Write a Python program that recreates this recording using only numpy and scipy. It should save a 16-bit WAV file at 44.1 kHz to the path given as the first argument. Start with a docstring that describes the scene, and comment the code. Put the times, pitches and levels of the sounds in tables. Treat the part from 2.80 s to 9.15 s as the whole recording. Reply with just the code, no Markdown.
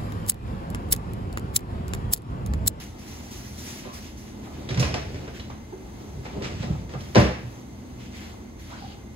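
"""A hard-walled kitchen: a wooden cupboard door, a few steps away, is pulled open, handled and knocked shut.
Each blow is a crack of noise plus decaying door modes, with echoes from the walls; small things tap on the
shelves; pushes and the slam thud, as clusters of modes. Cloth, soles, a sliding thing and the rumbling cabinet
are shaped noise, over air hiss and humming appliances. Two microphone ports, the left a little farther away."""
import sys
import numpy as np
from scipy import signal
from scipy.fft import rfft, irfft, next_fast_len
from scipy.io import wavfile
from scipy.ndimage import uniform_filter1d, minimum_filter1d, map_coordinates

SR = 44100
rng = np.random.default_rng(int(sys.argv[2]) if len(sys.argv) > 2 else 0)


def transcribe(signal):
    """Save signal, clipped to [-1, 1], as a 16-bit WAV file at the path in sys.argv[1]."""
    frames = np.atleast_2d(signal).T
    limited = np.clip(frames, -1, 1)
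    pcm = np.round(limited * 32767).astype(np.int16)
    wavfile.write(sys.argv[1], SR, pcm)


N = 280071

# blows on the door: (time [s], crack level [dB], panel level [dB], boom level [dB], brightness [dB per octave])
BLOWS = [(1.049, -39, -31, -27, -4), (1.8891, -26, -36, -21, -1), (1.905, -25.5, -33, -30, -0.5),
         (1.9441, -28, -43, -31, -0.5), (1.9734, -23, -24.5, -25, -0.5), (1.9957, -19.5, -22.5, -26, 5.5),
         (2.0274, -16.5, -28, -23, -2), (2.141, -18.5, -23, -32, -1.5), (2.161, -47, -31, -32, 1),
         (2.3445, -33.5, -56, -35, -1.5), (2.4774, -32.5, -52, -39, -3.5), (2.596, -33.5, -50, -38, -2),
         (2.7001, -35.5, -47, -52, -4.5), (2.925, -54, -40, -39, -13), (3.4533, -31.5, -35, -33, -4),
         (3.607, -41, -31, -40, -5), (3.6219, -27.5, -38, -34, 0), (3.6442, -28.5, -31, -28, 1),
         (3.6984, -36, -35.5, -37, -4), (3.8245, -31, -27.5, -28, 0), (4.0927, -38, -47, -37, -3),
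         (4.1365, -33.5, -31.5, -30, -5), (4.2065, -40, -46, -31, 5), (4.348, -19, -28, -13, -2),
         (4.3554, -9, -4.5, -4, -3), (4.365, -9.5, -18, -6.5, -6), (4.3795, -29, -20, -12, 6.5),
         (4.3998, -39, -34, -9, 11.5)]


def amp(db):
    """Amplitude factor of a level in dB."""
    return np.exp(np.asarray(db) * np.log(10) / 20)


def unit(x):
    """x scaled to rms 1."""
    return x / np.sqrt(np.mean(x ** 2) + 1e-20)


def along(points, hz):
    """Value at hz between (frequency, value) points on a log axis."""
    f, v = np.transpose(points)
    return np.interp(np.log(hz + 1), np.log(f + 1), v)


def levels(tables):
    """Per-sample dB curves of the tables' columns; the first column is silent between tables."""
    rows = []
    for table in tables:
        first, last = table[0], table[-1]
        rows += [(first[0] - .03, -100, *first[2:]), *table, (last[0] + .03, -100, *last[2:])]
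    s, *columns = np.transpose(rows)
    return [np.interp(np.arange(N) / SR, s, column) for column in columns]


def wobble(rate):
    """A smooth random curve, rate knots a second."""
    knots = rng.standard_normal(int(N * rate / SR) + 4)
    return map_coordinates(knots, [np.arange(N) * rate / SR])


def filtered(x, response):
    """x passed through a complex response of frequency."""
    m = next_fast_len(N + SR // 2)
    hz = np.fft.rfftfreq(m, 1 / SR)
    return irfft(rfft(x, m) * response(hz), m)[..., :N]


def resonances(modes):
    """Response of a body with (frequency [Hz], width [Hz], level [dB]) modes of alternating sign."""
    def response(f):
        return sum((-1) ** k * amp(db) * 1j * f * width / (hz * hz - f * f + 1j * f * width)
                   for k, (hz, width, db) in enumerate(modes))
    return response


def steep(modes):
    """The modes' response applied twice: little is heard away from them."""
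    return lambda hz: resonances(modes)(hz) ** 2


def ports(pair):
    """Blends a pair: the ports agree in bass and at the very top, differ between; the left hears later."""
    # left-right likeness: (frequency [Hz], correlation [0-1])
    likeness = [(60, 0.99), (130, 0.97), (290, 0.83), (640, 0.087), (1400, 0.068), (3100, 0.04),
                (7000, 0.77), (15000, 1)]
    left_lag_s = 12 / 44100

    def shares(hz):
        turn = np.arccos(np.clip(along(likeness, hz), -1, 1)) / 2
        return np.array([np.cos(turn), np.sin(turn)])
    mid, side = filtered(pair, shares)
    left_right = np.array([mid + side, mid - side])
    # half the lag delays the left port, half advances the right
    return filtered(left_right, lambda hz: np.exp(np.pi * 1j * left_lag_s * np.outer([-1, 1], hz)))


def noise(response, lumpy_db=0, rate=100, patchy_db=0):
    """Diffuse stereo noise of rms 1, in lumps of random size and patches of random colour."""
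    lumpy = amp(lumpy_db * wobble(rate)) * rng.standard_normal((2, N))
    z = signal.stft(lumpy, nperseg=256)[2]
    field = uniform_filter1d(rng.standard_normal(z.shape[1:]), size=5, axis=0)
    field = uniform_filter1d(field, size=12, axis=1)
    pair = signal.istft(z * amp(patchy_db * unit(field)), nperseg=256)[1][:, :N]
    return unit(ports(filtered(pair, response)))


def rubs(start_s, hold_s, level_db):
    """Summed gain of rubs: each rises up to its start, holds, then dies away."""
    rise_db_per_s, fall_db_per_s = 700, 164
    coarse = np.arange(0, N, 32)
    start, hold, level = (np.reshape(v, (-1, 1)) for v in (start_s, hold_s, level_db))
    t = coarse / SR - start
    shape_db = rise_db_per_s * np.minimum(t, 0) - fall_db_per_s * np.maximum(t - hold, 0)
    power = (amp(level + shape_db) ** 2).sum(0)
    return np.interp(np.arange(N), coarse, np.sqrt(power))


def tail(colour):
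    """A fresh pair of echo trains of energy 1 before the colour; each frequency dies at its own speed."""
    # how long the kitchen rings: (frequency [Hz], 60 dB decay time [s])
    kitchen_t60 = [(60, 0.27), (200, 0.54), (600, 0.43), (2000, 0.61), (5000, 0.53), (12000, 0.39)]
    size = SR * 3 // 4
    hz, t, z = signal.stft(rng.standard_normal((2, size)), SR, nperseg=256)
    fade = amp(-60 * t / along(kitchen_t60, hz)[:, None])
    norm = np.sqrt(np.mean(fade ** 2, axis=1, keepdims=True) * size)
    echoes = signal.istft(z * fade / norm * colour(hz)[:, None], SR, nperseg=256)[1]
    return echoes * (1 - np.exp(-np.arange(echoes.shape[1]) / SR / 0.0012))  # soft onset


def struck(events, count, spread, cycles):
    """A dull cluster of close modes around each pitch, wider for high ones, building up over some cycles."""
    out, t = np.zeros(N + SR), np.arange(SR // 4) / SR
    for s, db, hz, t60 in events:
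        width = spread * (hz / 700) ** .8
        modes = hz * np.exp(rng.normal(0, width, (count, 1)))
        shape = amp(db - 60 * t / t60) * (1 - np.exp(-t * hz / cycles))
        out[round(s * SR):][:len(t)] += shape * np.sin(2 * np.pi * modes * t).sum(0) / np.sqrt(count)
    return out[:N]


def air():
    """Room air: steady hiss and low rumble, slightly uneven in level and colour."""
    # spectrum shape: (frequency [Hz], level [dB per Hz])
    air_colour = [(13, -59), (25, -31), (42, -1.5), (70, -0.5), (165, -8.5), (205, -2.5), (340, -10),
                  (510, -16), (900, -18), (1250, -26.5), (2500, -31.5), (4500, -32.5), (7500, -39.5),
                  (11000, -40.5), (16000, -46)]
    return amp(-41.5) * noise(lambda hz: amp(along(air_colour, hz)), lumpy_db=1.0, rate=6, patchy_db=0.53)


def hum():
    """Appliances: noise through narrow resonances gives wavering bands of hum."""
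    # bands: (frequency [Hz], width [Hz], level [dB])
    hum_bands = [(60.3, 3.3, -52), (81.3, 5.7, -48.5), (122.6, 1.04, -50.5), (209.2, 5.8, -52),
                 (242.1, 3.2, -53.5), (295, 38, -54.5), (354.3, 4.4, -57.5), (2074, 40, -63.5),
                 (6250, 120, -63)]
    return sum(amp(db) * noise(resonances([(hz, width, 0)])) for hz, width, db in hum_bands)


def rustle():
    """Cloth rubbing: dense lumpy friction noise, each stroke with more or less fine sheen."""
    # strokes: (start [s], hold [s], level [dB], sheen over it [dB])
    strokes = [(0.0, 0.025, -44.5, -0.5), (0.195, 0.13, -53.5, 1), (0.28, 0.12, -52, 2.5),
               (0.432, .06, -54, 2.5), (0.516, .08, -49.5, 3.5), (0.635, 0.13, -52, 2),
               (0.784, 0.12, -49.5, 5.5), (0.865, 0.13, -46.5, 1.5), (1.038, 0.064, -50.5, -8),
               (1.14, 0.037, -47.5, 2.5), (1.23, .05, -49.5, -2), (1.38, .02, -58.5, 7.5),
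               (1.426, 0.073, -55.5, -1), (1.645, .01, -53, -11), (1.741, 0.2, -52.5, -18),
               (2.294, 0.16, -51, -14), (2.549, 0.023, -46, -8), (3.188, .22, -59.5, -2),
               (3.448, 0.01, -48, -18), (3.513, 0.087, -53, -20), (3.638, 0.017, -38, -30),
               (3.723, 0.094, -47, -24), (3.808, 0.033, -43, -20), (3.897, 0.11, -53.5, -10),
               (4.107, 0.028, -50, -24), (4.194, 0.18, -54, -3), (4.666, 0.13, -61.5, 0.5),
               (5.201, 0.06, -50.5, -10), (5.331, .02, -50.5, -15), (5.358, .06, -47, -7.5),
               (5.435, 0.07, -50.5, -8), (5.798, .1, -53, -2.5), (5.91, 0.064, -49, -15),
               (6.04, 0.098, -60, -20)]
    # spectrum shapes of cloth and sheen: (frequency [Hz], level [dB per Hz])
    cloth_colour = [(300, -7), (600, -15.5), (1100, -5), (2000, 1), (3500, -1.5), (5500, -7), (8000, -14.5),
                    (12000, -100)]
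    sheen_colour = [(3500, -8.5), (6000, 3.5), (8000, -9.5), (11000, -5.5), (16000, -13)]
    start_s, hold_s, level_db, sheen_db = np.transpose(strokes)
    cloth = noise(lambda hz: amp(along(cloth_colour, hz)), lumpy_db=0.5, rate=140, patchy_db=1.5)
    sheen = noise(lambda hz: amp(along(sheen_colour, hz)), lumpy_db=0.5, rate=240, patchy_db=1.5)
    return rubs(start_s, hold_s, level_db) * cloth + rubs(start_s, hold_s, level_db + sheen_db) * sheen


def soles():
    """Soles scuffing: lumpy friction noise through two steep resonances."""
    # scuffs: (start [s], hold [s], level [dB])
    scuffs = [(0.14, 0.039, -54), (0.29, 0.33, -57.5), (0.9, .03, -60), (1.048, .1, -53.5),
              (1.66, 0.035, -50), (1.82, .03, -53.5), (2.408, 0.054, -50.5), (2.91, 0.025, -62),
              (3.2, 0.27, -56), (3.455, 0.11, -48), (3.64, .03, -48), (3.88, 0.073, -45.5),
              (4.127, 0.044, -52), (4.69, 0.093, -56), (5.402, 0.17, -56), (5.904, 0.043, -45),
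              (6.05, .04, -56)]
    # resonances: (frequency [Hz], width [Hz], level [dB])
    scuff_modes = [(748, 360, 5.5), (1343, 220, 2.5)]
    return rubs(*np.transpose(scuffs)) * noise(steep(scuff_modes), lumpy_db=-2.5, rate=97)


def cracks():
    """The crack of each blow, ragged as loose parts rattle, then its echoes from the walls."""
    # spectrum shape of a crack: (frequency [Hz], level [dB per Hz])
    crack_colour = [(150, -28), (400, 2.5), (900, -3), (1400, -2), (2200, 0), (3500, -5), (5500, -7.5),
                    (7800, -24), (11000, -30), (16000, -46)]
    sheen_db = 4.5  # reached at 5.5 kHz
    crack_t60_s = 0.082
    snap_t60_s, snap_db = 0.0099, -0.5  # the first sharp contact, relative to the crack
    out, size = np.zeros((2, N + SR)), SR // 4
    t = np.arange(size) / SR
    decay = amp(-60 * t / crack_t60_s) + amp(snap_db - 60 * t / snap_t60_s)
    shape = decay * (1 - np.exp(-t / 0.00041))
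    rattle = amp(1.73 * wobble(260))
    for s, crack_db, _, _, bright_db in BLOWS:
        def colour(hz):
            sheen = sheen_db * np.interp(hz, [4300, 5500], [0, 1])
            tilt = bright_db * np.log2(hz / 2500 + 0.054)
            return amp(crack_db + sheen + along(crack_colour, hz) + tilt)
        start = round(s * SR)
        hz, _, z = signal.stft(rng.standard_normal((2, size)), SR, nperseg=256)
        burst = signal.istft(z * colour(hz)[:, None], SR, nperseg=256)[1][:, :size]
        burst *= shape * amp([[0], [-6]])  # less of what differs between the ports
        echoes = amp(28.0) * tail(colour)
        out[:, start:][:, :size] += burst * rattle[start:][:size]
        out[:, start:][:, :echoes.shape[1]] += echoes
    return ports(out[:, :N])


def ringing():
    """Each blow rings the panels and, slower to build, the low cabinet modes; the pair differs in phase."""
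    # modes of door and cabinet: (frequency [Hz], level [dB], 60 dB decay time [s])
    door_modes = [(65.3, -8, 0.37), (74.3, -10.5, 0.37), (89, -11, 0.22), (125, -6, 0.23), (183, -4, 0.18),
                  (232.8, -1.5, 0.13), (285, -9, 0.14), (320, -5.5, 0.12), (388, -8, 0.14),
                  (419.6, -11, 0.14), (465, -13.5, 0.15), (505, -4, 0.098), (546, -19, 0.094),
                  (580.3, -12.5, 0.21), (630, -10, 0.093), (681, -18, 0.13), (742, -12.5, 0.11),
                  (845, -13, 0.21), (905, -22.5, 0.19), (1037, -16, 0.17), (1173, -18.5, 0.15),
                  (1615, -18.5, 0.14), (2020, -24, .1), (2630, -22.5, 0.15)]
    out, t = np.zeros((2, N + SR)), np.arange(SR // 3) / SR
    for s, _, panel_db, boom_db, _ in BLOWS:
        for hz, db, t60 in door_modes:
            # boom drives the modes below 150 Hz, panel those above 300 Hz
            force_db = np.interp(np.log(hz), np.log([150, 300]), [boom_db, panel_db])
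            level_db = force_db + db + rng.normal(0, 2.64)
            rise = (1 - np.exp(-t * hz / 1.4)) ** 2
            offset = np.array([[0], [rng.uniform(0, 2 * np.pi)]])
            phase = 2 * np.pi * hz * rng.normal(1, 0.0085) * t + offset
            out[:, round(s * SR):][:, :len(t)] += amp(level_db - 60 * t / t60) * rise * np.sin(phase)
    return out[:, :N]


def kitchen(x):
    """The walls return the ringing as a diffuse tail, least in the bass."""
    # share of the ringing that returns: (frequency [Hz], level [dB])
    returned = [(60, -29), (200, -1.5), (500, -1)]
    wet = signal.fftconvolve(x[None], tail(np.ones_like), axes=1)[:, :N]
    return ports(filtered(wet, lambda hz: amp(along(returned, hz))))


def taps():
    """Small objects set down or nudged: hard contacts, clusters of modes that build in milliseconds."""
    # taps: (time [s], level [dB], pitch [Hz], 60 dB decay time [s])
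    tap_events = [(1.089, -41.5, 1098, 0.24), (1.89, -28.5, 3650, .04), (2.026, -21, 2500, 0.041),
                  (2.03, -27.5, 1044, 0.062), (2.143, -24.5, 694, 0.059), (2.479, -38, 1510, .05),
                  (2.597, -33.5, 3530, 0.057), (2.698, -33.5, 870, 0.042), (2.7, -34.5, 1115, .05),
                  (2.925, -37, 860, .045), (2.93, -33, 373, .09), (3.455, -33, 2050, 0.04),
                  (3.645, -28, 2360, .055), (3.645, -33, 1316, 0.055), (3.825, -34, 4100, 0.037),
                  (4.15, -39, 806, 0.072), (4.15, -35, 1274, .07), (4.206, -34.5, 3490, .025),
                  (5.345, -36, 2210, 0.05), (5.914, -39, 1010, .04), (5.93, -35, 1565, 0.11),
                  (6.022, -33, 790, 0.041), (6.045, -38, 790, 0.1)]
    return struck(tap_events, count=14, spread=0.03, cycles=3.1)


def rumble():
    """The swinging door and the hands on it shake the cabinet and its panels."""
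    # the door swings open, later shut: (time [s], cabinet level [dB], panels over it [dB])
    swings = [
        [(1.62, -49, -2), (1.84, -39.5, -8), (1.92, -35, -2), (2.004, -29.5, -9), (2.118, -33.5, 0),
         (2.164, -33, -14), (2.36, -40, 0), (2.55, -43, -6.5), (2.8, -48, -15)],
        [(3.2, -58, 5), (3.394, -34, -12.5), (3.476, -50, -9), (3.578, -31, -2.5), (3.62, -40, 1.5),
         (3.81, -33, -12), (3.85, -42, 0), (3.918, -27, -8.5), (3.96, -31, -12), (4.1, -40, -5.5),
         (4.33, -41.5, -11)],
    ]
    # resonances of cabinet and panels: (frequency [Hz], width [Hz], level [dB])
    cabinet_modes = [(68, 35.5, 0), (151.3, 66, -1.5)]
    panel_modes = [(214, 117, -1.5), (381, 135, 1.5), (600, 334, -3.5)]
    level_db, panel_db = levels(swings)
    cabinet = noise(steep(cabinet_modes))
    panels = noise(steep(panel_modes), lumpy_db=2.0, rate=37)
    return amp(level_db) * (cabinet + amp(panel_db) * panels)


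def thuds():
    """Pushes and the slam flex the cabinet: pairs of low modes that swell over about one cycle."""
    # thuds: (time [s], level [dB], pitch [Hz], 60 dB decay time [s])
    thud_events = [(1.905, -23.5, 134, 0.19), (1.975, -10.5, 132, 0.12), (2.0, -9, 142, 0.11),
                   (2.035, -15.5, 77.8, 0.23), (2.15, -28, 70, 0.092), (2.34, -24, 109, 0.089),
                   (3.57, -28, 186, 0.16), (3.8, -20, 149, 0.081), (3.865, -19.5, 150, 0.065),
                   (3.9, -14, 153.5, 0.1), (3.97, -34, 150, .08), (4.15, -24, 134.5, 0.18),
                   (4.36, -18, 78.7, 0.35), (4.368, -7, 98, 0.11), (4.632, -29, 121, 0.38)]
    return struck(thud_events, count=2, spread=0.097, cycles=0.98)


def scrape():
    """Something slides on a shelf: friction hiss crossfades from a high towards a low resonance."""
    # the slide: (start [s], hold [s], level [dB])
    slide = (5.98, 0.14, -52)
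    start_hz, sag_hz_per_s = 3940, 3000  # centre of the hiss, sinking
    centre_hz = start_hz - sag_hz_per_s * (np.arange(N) / SR - slide[0])
    low_hz, high_hz = 3100, 4600
    share = np.clip((centre_hz - low_hz) / (high_hz - low_hz), 0, 1)
    low, high = (noise(steep([(hz, 1400, 0)]), lumpy_db=-2.0, rate=130) for hz in (low_hz, high_hz))
    return rubs(*slide) * (np.sqrt(1 - share) * low + np.sqrt(share) * high)


def scene():
    """The cupboard, direct and from the walls, with the person and the room around it."""
    rings, small = ringing(), taps() + thuds()
    struck_pair = rings * amp([[0], [-3]]) + [small, 0 * small]
    direct = ports(struck_pair) * amp([[-1], [1.2]])  # left, right [dB]
    walls = amp(-2.0) * kitchen(rings[0] + small)
    blows = cracks() * amp([[-.4], [.4]])
    return direct + walls + blows + rustle() + soles() + scrape() + rumble() + air() + hum()


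def record(dry):
    """The recorder drops the deepest bass, a fast limiter holds the peaks, nothing is kept above 15.8 kHz."""
    sound = filtered(dry, lambda hz: (1j * hz / (1j * hz + 22)) ** 2)
    need = np.minimum(1, .9 / (np.abs(sound).max(0) + 1e-9))
    gain = uniform_filter1d(minimum_filter1d(need, size=441), size=441)  # 10 ms windows
    return filtered(sound * gain, lambda hz: hz < 15800)


dry = scene()
out = record(dry)
transcribe(out)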